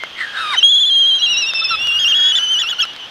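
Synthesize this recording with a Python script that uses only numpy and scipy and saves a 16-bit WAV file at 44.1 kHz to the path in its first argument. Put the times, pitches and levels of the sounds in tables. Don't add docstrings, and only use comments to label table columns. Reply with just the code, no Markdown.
import sys
import numpy as np
from scipy import signal
from scipy.fft import rfft, irfft, next_fast_len
from scipy.io import wavfile
from scipy.ndimage import map_coordinates

SR = 44100
rng = np.random.default_rng(int(sys.argv[2]) if len(sys.argv) > 2 else 0)


def wrap_up_sound(samples):
    columns = np.atleast_2d(samples).T
    tamed = np.clip(columns, -1, 1)
    steps = np.round(tamed * 32767).astype(np.int16)
    wavfile.write(sys.argv[1], SR, steps)


N = 136710

# (frequency [Hz], relative level [dB])
COLONY_COLOUR = [(25,-6.5),(80,-1.5),(800,4.5),(1600,7),(2350,4),(2800,11.5),(3200,15.5),(3800,4.5),(6000,-7.5),(7500,-18),(15500,-28)]
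RUMBLE_COLOUR = [(100,-10.5),(220,-17),(600,-71.5)]
# (time [s], level [dB])
BACKGROUND_LEVEL = [(0,-35.5),(.6,-31),(.7,-41.5),(1.35,-32),(3.1,-34.5)]
# (start [s], end [s], first pitch [Hz], last pitch [Hz], level [dB], pitch shake [share])
NEIGHBOUR_WHISTLES = [(0,0.057,2120,2104,-31,.02),(0,0.363,3152,3273,-41,.012),(1.972,2.11,4730,5850,-36,.004),(2.738,2.919,3081,2874,-30.5,.026),(2.987,3.063,2995,2980,-32.5,.026)]

# (time [s], hollow knock level [dB], snap level [dB])
BILL_CLICKS = [(0.0366,-16,-25),(.627,-29,-26),(1.536,-24,-19),(1.872,-25.5,-16),(2.853,-27.5,-23.5),(2.935,-45,-28),(2.963,-35.5,-22)]
# (frequency [Hz], relative level [dB], time to fade by 60 dB [s])
BILL_TONES = [(676,-9.5,0.031),(1160,-12.5,0.0021),(1490,11,0.0056)]
# (frequency [Hz], relative level [dB])
SNAP_COLOUR = [(500,-38.5),(3500,14),(6000,-4.5),(9000,-15),(15000,-28)]

# (time [s], centre frequency [Hz], level [dB])
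WHEEZE_PATH = [(0.138,2136,-54.5),(0.179,2080,-29),(.21,1935,-20.5),(0.258,1714,-29.5),(0.319,1642,-35.5),(0.373,1596,-21.5),(0.423,1552,-26),(0.478,1508,-36.5),(0.528,1535,-25),(0.579,1460,-38)]
# (frequency [Hz], relative level [dB])
WHEEZE_AIR_COLOUR = [(600,-32),(1400,11),(2500,-3.5),(4200,2.5),(5500,-16),(9000,-15.5),(10500,-29),(14000,-33.5)]
# (time [s], pitch [Hz], level [dB])
CRY_PATH = [(0.378,1315,-30),(0.414,1330,-23),(0.459,1240,-23.5),(0.504,1220,-24),(.53,1137,-19.5),(0.548,951,-17.5),(0.57,624,-30.5)]
# (frequency [Hz], gain [dB])
CRY_THROAT = [(600,-17),(1250,-0.5),(2000,-1),(2500,-9),(4900,-17.5),(7000,-34),(9300,-28),(13000,-48)]
# (time [s], pitch [Hz], level [dB])
PARTNER_PATH = [(0.367,3755,-27),(.53,3720,-28),(.71,4085,-39.5),(0.866,4060,-34),(1.07,3968,-33),(1.272,3950,-23.5),(1.356,3803,-23),(1.414,3970,-24.5),(1.481,3663,-25),(1.847,3422,-29),(1.969,3290,-32)]

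# (time [s], pitch [Hz])
SQUEAL_PITCH = [(.565,2680),(0.581,2840),(0.61,2750),(0.653,2960),(0.674,2915),(0.719,3130),(0.721,2935),(0.763,3000),(0.788,2910),(0.819,2970),(0.845,2890),(.872,2950),(0.908,2850),(0.953,2925),(0.977,2850),(1.011,2920),(1.039,2810),(1.086,2945),(1.123,2800),(1.158,2905),(1.188,2820),(1.233,2950),(1.279,2780),(1.31,2905),(1.355,2690),(1.393,2885),(1.447,2610),(1.485,2815),(1.522,2600),(1.57,2670),(1.606,2610),(1.632,2660),(1.675,2560),(1.696,2750),(1.764,2560),(1.815,2780),(1.866,2900),(1.906,2760),(1.944,2840),(2.007,2900),(2.056,2780),(2.092,2920),(2.127,2830),(2.171,3000),(2.2,2935),(2.295,3000),(2.331,2950),(2.364,3170),(2.396,2950),(2.439,3060),(2.473,2990),(2.531,3140),(2.562,2900),(2.603,3130),(2.65,2670),(2.705,3070),(2.745,2770),(2.783,2830),(2.8,2950),(2.842,2660)]
# (start [s], end [s], pitch rise [%])
SQUEAL_FLIPS = [(.55,.606,9.3),(.63,1.192,11.68),(.762,.782,3.6),(.797,.833,5),(.853,.9,5.5),(1.222,1.263,11.1),(1.99,2.047,12.9),(2.08,2.124,11.2),(2.143,2.322,12),(2.354,2.387,11.6),(2.591,2.619,10.7),(2.69,2.714,10.9),(2.803,2.823,13.5)]
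# (time [s], level [dB])
SQUEAL_LEVEL = [(0.565,-22),(0.587,-7),(.61,-24),(.626,-20.5),(0.631,-6),(.65,-5.5),(.675,-10),(.83,-11.5),(.882,-13),(0.909,-10.5),(1.09,-11.5),(1.166,-14),(1.201,-24),(1.24,-10),(1.268,-16.5),(1.44,-18.5),(1.512,-23),(1.532,-45),(1.553,-19.5),(1.6,-18),(1.63,-32.5),(1.644,-21),(1.67,-20.5),(1.682,-36),(1.699,-22),(1.75,-19),(1.766,-32),(1.8,-21),(1.88,-15.5),(1.975,-16.5),(2.02,-15),(2.281,-11.5),(2.335,-19.5),(2.359,-12.5),(2.4,-19.5),(2.435,-15),(2.455,-18),(2.51,-15),(2.62,-17),(2.655,-23),(2.732,-19.5),(2.748,-46),(2.783,-58),(2.792,-19),(2.81,-12.5),(2.84,-21),(2.848,-57)]
# (time [s], level [dB])
SECOND_LEVEL = [(.6,-31.5),(1.17,-43.5),(1.205,-24),(1.24,-43),(1.28,-31.5),(1.39,-23),(1.52,-26),(1.65,-19),(1.74,-29),(1.78,-35.5),(2.18,-34),(2.45,-33.5),(2.62,-29),(2.77,-45.5),(2.83,-23.5)]
FOURTH_LEVEL = [(1.1,-63),(1.35,-65.5),(1.6,-61.5),(1.83,-58),(2.1,-50.5),(2.3,-72.5),(2.7,-47.5)]
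# (start [s], end [s], level [dB])
DOUBLINGS = [(1.617,1.636,-31.5),(1.707,1.754,-25),(2.635,2.649,-32.5),(2.727,2.74,-33.5),(2.787,2.81,-32.5),(2.832,2.848,-29.5)]
# (multiple of half the pitch, relative level [dB])
DOUBLING_TONES = [(1,5),(3,0)]
# (time [s], level [dB])
RASP_LEVEL = [(.66,-56),(1.1,-54.5),(1.3,-50.5),(1.7,-48.5),(1.96,-41.5),(2.25,-39),(2.4,-35.5),(2.48,-43),(2.59,-39),(2.85,-42)]
# (multiple of half the pitch, distance to either side [Hz], relative level [dB])
RASP_PAIRS = [(1,140,2.5),(2,280,0.5),(3,230,-4.5),(7,220,-26.5),(9,220,-29)]
# (frequency [Hz], relative level [dB])
RASP_AIR_COLOUR = [(500,-44),(1700,8),(4800,-5),(7600,-12),(15000,-17)]


def amp(db):
    return 10 ** (np.asarray(db) / 20)


def unit(x):
    return x / np.sqrt(np.mean(x ** 2) + 1e-20)


def clock():
    return np.arange(N) / SR


def curves(rows):
    times, *columns = np.transpose(rows)
    return [np.interp(clock(), times, column) for column in columns]


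def gate(start, end, edge_s=0.0065):
    return np.clip(np.minimum(clock() - start, end - clock()) / edge_s + .5, 0, 1)


def level_at(colour, hz):
    frequencies, levels = np.transpose(colour)
    return np.interp(np.log(hz + 1), np.log(frequencies + 1), levels)


def wobble(rate):
    return map_coordinates(rng.standard_normal(N // 8), [clock() * rate], mode="wrap")


def filtered(x, response):
    size = next_fast_len(N + 8192)
    return irfft(rfft(x, size) * response(np.fft.rfftfreq(size, 1 / SR)), size)[..., :N]


def noise(colour):
    return unit(filtered(rng.standard_normal(N), lambda hz: amp(level_at(colour, hz))))


def phase_of(hz):
    return 2 * np.pi * np.cumsum(hz) / SR


def tone(phase):
    return np.sqrt(2) * np.sin(phase)


def rough_tone(phase, width_hz):
    a, b = filtered(rng.standard_normal((2, N)), lambda hz: 1 / np.sqrt(1 + (hz / width_hz) ** 4))
    return unit(a * np.cos(phase) + b * np.sin(phase))


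def background():
    hiss = amp(curves(BACKGROUND_LEVEL)[0] + wobble(10) / 2) * noise(COLONY_COLOUR)
    rumble = amp(-49.5 + 2 * wobble(18)) * noise(RUMBLE_COLOUR)
    return hiss + rumble * gate(start=1.69, end=2.12, edge_s=.05)


def neighbour_whistles():
    out = np.zeros(N)
    for start, end, first_hz, last_hz, db, shake in NEIGHBOUR_WHISTLES:
        pitch = np.interp(clock(), [start, end], [first_hz, last_hz])
        phase = phase_of(pitch * (1 + shake * wobble(500)))
        voice = tone(phase) + amp(-20) * tone(2 * phase)
        out += amp(db + 1.3 * wobble(150)) * voice * gate(start, end, edge_s=0.0098)
    return out


def bill_clicks(snap_fade_s=0.011, bass_cut_hz=380):
    out = np.zeros(N)
    for start, knock_db, snap_db in BILL_CLICKS:
        age = np.maximum(clock() - start, 0)
        ring = sum(amp(db - 60 * age / fade_s) * np.sin(2 * np.pi * hz * age)
                   for hz, db, fade_s in BILL_TONES)
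        snap = (age > 0) * amp(-60 * age / snap_fade_s) * noise(SNAP_COLOUR)
        out += amp(knock_db) * ring + amp(snap_db) * snap
    return filtered(out, lambda hz: (1j * hz / (bass_cut_hz + 1j * hz)) ** 2)


def opening_cry(shake=.026):
    centre, wheeze_db = curves(WHEEZE_PATH)
    wheeze = rough_tone(phase_of(centre), width_hz=121) + amp(-8) * noise(WHEEZE_AIR_COLOUR)
    wheeze *= amp(wheeze_db) * gate(WHEEZE_PATH[0][0], WHEEZE_PATH[-1][0])
    pitch, voice_db = curves(CRY_PATH)
    phase = phase_of(pitch * (1 + shake * wobble(1100)))
    voice = sum(amp(level_at(CRY_THROAT, k * pitch)) * tone(k * phase) for k in range(1, 11))
    voice *= amp(voice_db) * gate(CRY_PATH[0][0], CRY_PATH[-1][0])
    return wheeze + voice


def partner_whistle(shake=.006, flutter_db=3.5):
    pitch, level = curves(PARTNER_PATH)
    phase = phase_of(pitch * (1 + shake * wobble(400)))
    voice = tone(phase) + amp(-10.5) * rough_tone(phase, width_hz=190)
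    voice *= amp(level + flutter_db * wobble(120))
    return voice * gate(PARTNER_PATH[0][0], PARTNER_PATH[-1][0], edge_s=0.02)


def squeal_pitch():
    times, hz = np.transpose(SQUEAL_PITCH)
    points = np.arange(len(times))
    place = np.interp(clock(), times, points)
    eased = np.floor(place) + (1 - np.cos(np.pi * (place % 1))) / 2
    pitch = np.interp(eased, points, hz)
    for start, end, percent in SQUEAL_FLIPS:
        pitch *= 1 + gate(start, end, edge_s=.002) * percent / 100
    return pitch


def squeal_overtones(phase, voice_db, high_strain, flutter_db=3.2):
    second = np.minimum(curves(SECOND_LEVEL)[0], voice_db)
    third = voice_db - 36.5 - 153.5 * high_strain
    fourth = np.minimum(curves(FOURTH_LEVEL)[0], voice_db - 34)
    fifth = fourth - 7.5
    return sum(amp(db + flutter_db * wobble(75)) * tone(k * phase)
               for k, db in enumerate([second, third, fourth, fifth], 2))


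def squeal(shake=.002, strain_shake=.07, beat_hz=400):
    level = curves(SQUEAL_LEVEL)[0]
    high = np.clip(sum(gate(start, end) for start, end, _ in SQUEAL_FLIPS), 0, 1)
    flipping = np.sin(np.pi * high)
    strain = amp(np.minimum(curves(RASP_LEVEL)[0] - level, -16))
    phase = phase_of(squeal_pitch() * (1 + (shake + strain_shake * strain) * wobble(900)))
    overtones = squeal_overtones(phase, level, strain * high)
    voice = amp(level) * tone(phase) + amp(-10.5 * flipping) * overtones
    beat = amp(13) * high * np.sin(phase_of(beat_hz * (1 + .13 * wobble(200))))
    crack = amp(19.5) * flipping
    flutter_db = .25 * wobble(310) + 1.3 * (1 - high / 2) * wobble(55)
    voice *= amp(flutter_db) * (1 + strain * (beat + crack))
    voice += rasp(phase, level, high) + period_doubling(phase)
    return voice * gate(SQUEAL_LEVEL[0][0], SQUEAL_LEVEL[-1][0])


def rasp(phase, voice_db, high):
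    level = np.minimum(curves(RASP_LEVEL)[0], voice_db - 19) + 4 * high
    pairs = np.zeros(N)
    for k, distance_hz, db in RASP_PAIRS:
        centre = k * phase / 2
        offset = 2 * np.pi * distance_hz * clock()
        pair = sum(rough_tone(centre + side * offset, width_hz=50 * np.sqrt(k)) for side in (-1, 1))
        pairs += amp(db) * unit(pair)
    return amp(level + 2 * wobble(70)) * (pairs + amp(-6.5) * noise(RASP_AIR_COLOUR))


def period_doubling(phase):
    strength = sum(amp(db) * gate(start, end) for start, end, db in DOUBLINGS)
    return strength * sum(amp(db) * tone(k * phase / 2) for k, db in DOUBLING_TONES)


def echo(x, fade_s=0.043, delay_s=.004):
    t = np.arange(SR // 2) / SR
    tail = rng.standard_normal(len(t)) * amp(-60 * t / fade_s) * (t > delay_s)
    return signal.fftconvolve(x, tail / np.linalg.norm(tail))[:N]


def scene():
    birds = squeal() + opening_cry() + partner_whistle() + neighbour_whistles() + bill_clicks()
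    middle = birds + amp(-25) * echo(birds) + background()
    side = amp(-26) * echo(birds) + amp(-66) * rng.standard_normal(N)
    return np.array([middle + side, middle - side])


def record(dry, top_hz=15650):
    return filtered(dry, lambda hz: hz < top_hz)


dry = scene()
out = record(dry)
wrap_up_sound(out)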